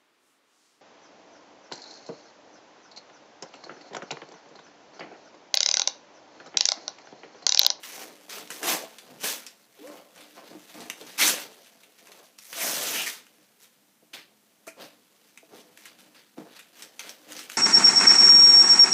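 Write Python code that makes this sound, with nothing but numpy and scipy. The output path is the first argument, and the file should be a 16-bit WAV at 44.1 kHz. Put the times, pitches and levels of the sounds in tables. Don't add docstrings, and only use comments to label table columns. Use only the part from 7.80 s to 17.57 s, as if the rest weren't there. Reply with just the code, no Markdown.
import sys
import numpy as np
from scipy import signal
from scipy.fft import rfft, irfft
from scipy.io import wavfile

SR = 44100
rng = np.random.default_rng(int(sys.argv[2]) if len(sys.argv) > 2 else 0)


def invert_db(level):
    return 10 ** (np.asarray(level, dtype=float) / 20)


def output_pcm(signal):
    pcm = np.clip(np.atleast_2d(signal).T, -1, 1) * 32767
    wavfile.write(sys.argv[1], SR, np.round(pcm).astype(np.int16))


N = 430857

# (start [s], rise [s], hold [s], level of the middle before it sags [dB],
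# treble over that level before it fades [dB])
PAPER_PULLS = [(0.03, 0.004, 0.2, -44, -2.5), (0.489, 0.009, 0.099, -42, -3.5),
               (0.708, 0.0065, 0.18, -47, -0.5), (0.82, 0.078, 0.026, -26, -1),
               (1.393, 0.045, .01, -39, -1), (1.433, 0.0083, 0.073, -32, 0.5),
               (1.957, 0.065, 0.16, -56.5, -5), (2.333, 0.086, 0.0082, -50.5, -10),
               (2.543, 0.035, 0.11, -53.5, -16), (2.816, 0.2, 0.013, -46.5, -5.5),
               (3.21, 0.08, 0.16, -51, -6), (3.376, 0.027, 0.088, -24, 0.5),
               (3.558, 0.024, 0.028, -41.5, -3), (4.166, 0.027, 0.26, -57.5, -5),
               (4.58, .006, 0.15, -53.5, 2), (4.722, 0.093, 0.41, -31.5, -1.5), (4.801, 0.026, .06, -35, 2),
               (5.254, 0.016, .008, -34, 0), (5.785, 0.032, 0.01, -56.5, 1),
               (6.331, 0.007, 0.0063, -40, -9), (6.975, 0.049, 0.013, -45, -7.5),
               (7.737, 0.02, 0.023, -53.5, -3.5), (7.954, 0.068, 0.0075, -52.5, -4),
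               (8.036, .03, 0.015, -48.5, -10), (8.178, 0.013, 0.016, -55.5, -4),
               (8.339, 0.025, 0.0067, -50.5, -11), (8.671, 0.096, 0.0077, -49, -10),
               (8.902, 0.13, 0.0027, -48, -6), (9.195, 0.0048, 0.01, -42.5, -8.5),
               (9.24, 0.04, 0.027, -48.5, -5), (9.458, .13, 0.038, -42.5, -5),
               (9.693, 0.0034, 0.04, -45.5, -2)]
# (time [s], level of the paper's middle [dB])
FIDGETING = [(0.0, -57.5), (1.3, -60.5), (1.92, -69), (2.3, -65.5), (3.3, -55), (3.8, -61), (4.5, -73.5),
             (5.45, -68.5), (6.3, -78), (7.5, -68), (8.55, -70), (9.77, -60.5)]
# (frequency [Hz], density [dB per Hz])
PAPER_SPECTRUM = [(470, -38), (800, 19.5), (940, -16), (1230, -3), (2600, -1), (4430, -3), (6040, -5.5),
                  (7740, -8), (14600, -9), (15500, -11)]
# (centre time [s], length [s], frequency [Hz], level [dB])
TAUT_RIPS = [(3.425, 0.069, 2100, -24), (3.434, 0.09, 3750, -25), (5.19, 0.13, 2680, -31),
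             (5.277, 0.048, 1960, -34)]
# (time [s], peak [dB], centre [Hz], crackle after the click [dB])
CREASE_SNAPS = [(0.4953, -33, 6400, 9), (0.583, -29, 1380, -1), (0.675, -33, 5600, -17),
                (0.7036, -21.5, 1980, -2), (0.7612, -33, 6430, -16), (0.8301, -17.5, 2130, -1),
                (1.184, -30.5, 4800, 3), (1.6646, -29, 5540, 6), (2.0727, -37, 2300, 4),
                (2.3598, -41, 1870, -2), (2.4074, -37, 3700, 4), (2.899, -46, 3590, -4),
                (2.943, -35, 3740, -19), (3.005, -33.5, 5920, 7), (3.0997, -16.5, 2870, -14),
                (3.2118, -30, 3760, -5), (3.267, -38, 6100, -3), (3.3809, -25, 2460, -2),
                (4.0338, -39.5, 3360, -4.5), (4.271, -37, 2630, -11), (4.3181, -37, 4300, 0),
                (4.587, -29.5, 5650, -15), (4.7292, -23, 3300, -17), (5.467, -41, 2820, -6),
                (6.341, -36, 3180, -3), (6.868, -34, 1400, 8), (6.8772, -28, 2440, 10),
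                (7.575, -32, 2630, -9), (7.974, -35, 2700, -13), (8.0552, -32, 2920, 6),
                (8.793, -34.5, 2600, 3), (9.0221, -25.5, 5350, 10), (9.1935, -23, 4470, -5),
                (9.2934, -27.5, 5770, -8), (9.5213, -26, 6700, -18), (9.531, -29, 6700, -17),
                (9.5658, -25.5, 6150, 16), (9.592, -27, 5500, -8), (9.699, -23, 2920, -20),
                (9.718, -25.5, 3050, -16)]
# (start [s], rise [s], hold [s], level [dB],
# tilt of the wall modes [dB per octave])
BOX_RUBS = [(0.0, 0.16, 0.13, -49.5, 1), (0.405, 0.17, 0.009, -47, 2), (0.634, 0.062, .12, -55, 7),
            (0.785, 0.092, 0.0069, -29.5, 8), (1.223, 0.067, 0.15, -53, -10),
            (1.42, 0.02, 0.0036, -37.5, 5), (1.926, 0.2, 0.031, -49, 5), (2.346, 0.018, 0.07, -56.5, -2),
            (2.548, 0.034, 0.018, -47.5, 8), (2.667, 0.046, 0.013, -47, -7.5),
            (2.894, 0.095, 0.0082, -43.5, -4), (3.196, 0.012, 0.0074, -49, -1),
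            (3.359, 0.072, 0.066, -35.5, -3.5), (3.583, 0.049, 0.048, -52, -5), (4.176, 0.1, .14, -58, 8.5),
            (4.674, 0.2, 0.012, -36, 5), (4.858, 0.049, 0.29, -42.5, 2), (6.329, 0.0099, 0.0034, -53.5, -8),
            (6.958, 0.024, 0.026, -47.5, -2.5), (7.641, 0.1, .01, -51.5, -4.5),
            (7.833, 0.056, 0.49, -63.5, -9), (8.567, 0.0075, 0.0045, -43.5, -3.5),
            (8.843, 0.2, .01, -59, -10), (9.167, 0.084, 0.0054, -50.5, 0), (9.335, 0.22, .01, -51, -3)]
# (time [s], peak [dB], centre [Hz])
BOX_KNOCKS = [(1.036, -30, 740), (2.751, -39, 260), (3.214, -38, 400), (5.586, -59.5, 254),
              (6.226, -50.5, 414), (6.873, -33.5, 670), (7.629, -47, 675), (8.582, -34, 147)]
# (frequency [Hz], relative level [dB], time to fall 60 dB [s])
WALL_MODES = [(140, -10.5, 0.095), (161.6, -9, 0.19), (201.3, -1, 0.16), (255.5, 5.5, 0.06),
              (304.4, 8.5, 0.12), (350, 8, 0.048), (427.7, 12.5, 0.031), (490, 5.5, 0.053),
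              (559.4, 11.5, 0.022), (655.3, 7, 0.084), (733, -0.5, 0.042), (838, -1, 0.037),
              (1016, -1.5, 0.056)]
# (time [s], moving tone [Hz], level of moving tone [dB], level of low hum [dB])
PANEL_GROAN = [(1.989, 400, -52, -68), (2.02, 410.5, -53, -44), (2.045, 490, -45.5, -77),
               (2.065, 542, -46, -57), (2.09, 586, -51, -48), (2.172, 539, -60, -76)]
# (frequency [Hz], time to fall 60 dB [s])
ROOM_DECAY = [(150, 0.27), (4000, 0.35), (14000, 0.21)]
# (frequency [Hz], density [dB per Hz])
HISS_SPECTRUM = [(18, -65), (102, -25), (123, -15), (168, -15.5), (202, -3.5), (315, -18), (5040, -21.5),
                 (15500, -22.5)]


def rms_one(x):
    return x / np.sqrt(np.mean(x ** 2) + 1e-20)


def in_time(rows):
    s, *columns = np.transpose(rows)
    return [np.interp(np.arange(N) / SR, s, c) for c in columns]


def at_hz(points, hz):
    table_hz, values = np.transpose(points)
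    return np.interp(np.log(hz), np.log(table_hz), values)


def band(x, low_hz, high_hz):
    return signal.sosfilt(signal.butter(2, [low_hz, high_hz], "band", fs=SR, output="sos"), x)


def drift(rate_hz):
    r = np.exp(-80 * np.pi * rate_hz / SR)
    slow = signal.lfilter([1], [1, -2 * r, r * r], rng.standard_normal(N // 40 + 2002))[2000:]
    return np.interp(np.arange(N) / 40, np.arange(len(slow)), rms_one(slow))


def ring(force, hz, t60):
    r, w = invert_db(-60 / (t60 * SR)), 2 * np.pi * hz / SR
    return signal.lfilter([0, np.sin(w)], [1, -2 * r * np.cos(w), r * r], force + 1e-18)


def grains(per_s, spread_db):
    sizes = invert_db(spread_db * np.minimum(rng.exponential(1, N), 5)) * rng.choice([-1, 1], N)
    return rms_one(sizes * (rng.random(N) < per_s / SR))


def gesture(start, rise, hold, rise_power, release_db_per_s):
    at = np.arange(round(start * SR), min(round((start + 1) * SR), N))
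    age = at / SR - start
    released = np.maximum(age - rise - hold, 0)
    ramp = np.clip(age / rise, 0, 1) ** rise_power
    return at, age, ramp * invert_db(-release_db_per_s * released), released


def handling():
    middle = invert_db(in_time(FIDGETING)[0]) ** 2
    treble = middle * invert_db(-1.5) ** 2
    for start, rise, hold, level_db, treble_db in PAPER_PULLS:
        at, age, gain, released = gesture(start, rise, hold, rise_power=0.97, release_db_per_s=185.5)
        sag_db = 4 * (1 - np.exp(-age / .06))
        dulling_db = 52.5 * released
        middle[at] += (gain * invert_db(level_db - sag_db)) ** 2
        treble[at] += (gain * invert_db(level_db + treble_db - dulling_db)) ** 2
    return 10 * np.log10(middle), 10 * np.log10(treble / middle)


def paper(level_db, treble_db):
    busy = np.clip(invert_db(.6 * (level_db + 34.5)), .18, 1)
    clumps = invert_db(4.0 * (1 - .75 * busy) * drift(25.0))
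    fibres = [grains(3000.0 * busy * clumps, spread_db=-3.0) / np.sqrt(busy) for _ in range(2)]
    creases = 0.4 * (1 - busy / 2) * grains(160.0 * clumps, spread_db=3.0)
    middle, treble = 0, 0
    edges = np.geomspace(800, 16000, 14)
    for k, (low, high) in enumerate(zip(edges, edges[1:])):
        hz = np.sqrt(low * high)
        flicker = invert_db(1.6 * drift(20.0))
        clicks = rms_one(fibres[k % 2]) + creases
        part = invert_db(at_hz(PAPER_SPECTRUM, hz)) * flicker * band(clicks, low, high)
        if hz < 5500:
            middle = middle + part
        else:
            treble = treble + part
    return invert_db(level_db) * (rms_one(middle) + invert_db(treble_db) * rms_one(treble))


def taut_sheet():
    t, fibres, out = np.arange(N) / SR, grains(3300.0, spread_db=0.0), 0
    for s, length, hz, level_db in TAUT_RIPS:
        swell = np.exp(-2 * ((t - s) / length * 2) ** 2)
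        out += invert_db(level_db) * swell * rms_one(band(fibres, hz / 1.11, hz * 1.18))
    return out


def snaps():
    out, t = np.zeros(N + SR), np.arange(SR // 10) / SR
    noise = rng.standard_normal((len(CREASE_SNAPS), len(t)))
    spread = rng.uniform(-0.79, 1, (len(CREASE_SNAPS), 6))
    for (s, peak_db, hz, tail_db), crackle, offsets in zip(CREASE_SNAPS, noise, spread):
        tail = invert_db(tail_db) * np.abs(crackle) / 2 * np.exp(-t / 0.016)
        burst = crackle * (np.exp(-t / 0.0011) + tail)
        modes = sum(ring(burst, hz * 2 ** (.6 * offset), t60=.008) for offset in offsets)
        modes = rms_one(modes) + .6 * rms_one(ring(burst, hz, t60=.009))
        click = 0.73 * modes + rms_one(band(burst, 1100, 10100))
        out[round(s * SR):][:len(t)] += invert_db(peak_db) * click / np.abs(click).max()
    return out[:N]


def sliding():
    power = invert_db(in_time(FIDGETING)[0] - 2) ** 2 + invert_db(-75.5) ** 2
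    tilted = power * -3
    for start, rise, hold, level_db, tilt_db in BOX_RUBS:
        at, _, gain, _ = gesture(start, rise, hold, rise_power=1.58, release_db_per_s=123)
        rub_power = (gain * invert_db(level_db)) ** 2
        power[at] += rub_power
        tilted[at] += rub_power * tilt_db
    return 10 * np.log10(power), tilted / power


def rubbing(rub_db, tilt_db):
    friction = grains(1500.0 * invert_db(2.7 * drift(19.0)), spread_db=3.0)
    walls, power = 0, 0
    for hz, level_db, t60 in WALL_MODES:
        grip_db = 3.1 * drift(3.2)
        gain = invert_db(level_db + tilt_db * np.log2(hz / 450) + grip_db)
        power += gain ** 2
        ringing = rms_one(ring(np.gradient(friction), hz, t60))
        scrape = rms_one(band(friction, hz / 1.216, hz * 1.071))
        walls += gain * rms_one(ringing + 0.8 * scrape)
    return invert_db(rub_db) * walls / np.sqrt(power)


def knocks():
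    out, t = np.zeros(N + SR), np.arange(SR // 4) / SR
    hz, level_db, t60 = np.transpose(WALL_MODES)
    chance = rng.standard_normal((len(BOX_KNOCKS), 2, len(WALL_MODES)))
    for (s, peak_db, centre_hz), (strength, phase) in zip(BOX_KNOCKS, chance):
        gain = invert_db(level_db + 2.5 * strength - 13.0 * np.abs(np.log2(hz / centre_hz)))
        modes = gain * invert_db(-60 * t[:, None] / t60) * np.sin(2 * np.pi * hz * t[:, None] + phase)
        blow = modes.sum(axis=1) * (1 - np.exp(-t / 0.0017))
        out[round(s * SR):][:len(t)] += invert_db(peak_db) * blow / np.abs(blow).max()
    return out[:N]


def groan():
    hz, moving_db, hum_db = in_time(PANEL_GROAN)
    t = np.arange(N) / SR
    during = (t >= PANEL_GROAN[0][0]) & (t <= PANEL_GROAN[-1][0])
    waver = 1 + 0.017 * drift(30.6)
    phase = 2 * np.pi * np.cumsum(hz * waver) / SR
    moving = invert_db(moving_db) * (np.sin(phase) + invert_db(-16.0) * np.sin(2 * phase))
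    hum = invert_db(hum_db) * np.sin(2 * np.pi * np.cumsum(294 * waver) / SR)
    return np.sqrt(2) * during * (moving + hum)


def room(x):
    t, echo, edges = np.arange(SR) / SR, 0, np.geomspace(80, 18000, 9)
    for low, high in zip(edges, edges[1:]):
        t60 = at_hz(ROOM_DECAY, np.sqrt(low * high))
        echo += band(rng.standard_normal(SR), low, high) * invert_db(-60 * t / t60) * (t > .004)
    return signal.fftconvolve(x, echo / np.sqrt(np.sum(echo ** 2)))[:N]


def hiss():
    hz = np.maximum(np.arange(N // 2 + 1) * SR / N, 10)
    coloured = irfft(rfft(rng.standard_normal(N)) * invert_db(at_hz(HISS_SPECTRUM, hz)), N)
    return invert_db(-65.5) * rms_one(coloured)


def scene():
    near = paper(*handling()) + snaps() + taut_sheet()
    near = near + rubbing(*sliding()) + knocks() + groan()
    return (invert_db(-11) * room(near) + near)[None]


def low_pass(x):
    return signal.sosfilt(signal.butter(12, 15450, fs=SR, output="sos"), x)


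def record(dry):
    high_passed = signal.sosfilt(signal.butter(6, 140, "high", fs=SR, output="sos"), dry)
    thin = high_passed + invert_db(-34.0) * dry
    port = thin + .5 * signal.lfilter(*signal.iirpeak(6150, 7.0, fs=SR), thin)
    heard = signal.sosfilt(signal.cheby2(12, 50, 16050, fs=SR, output="sos"), port + hiss())
    return low_pass(heard)


dry = scene()
out = record(dry)
output_pcm(out)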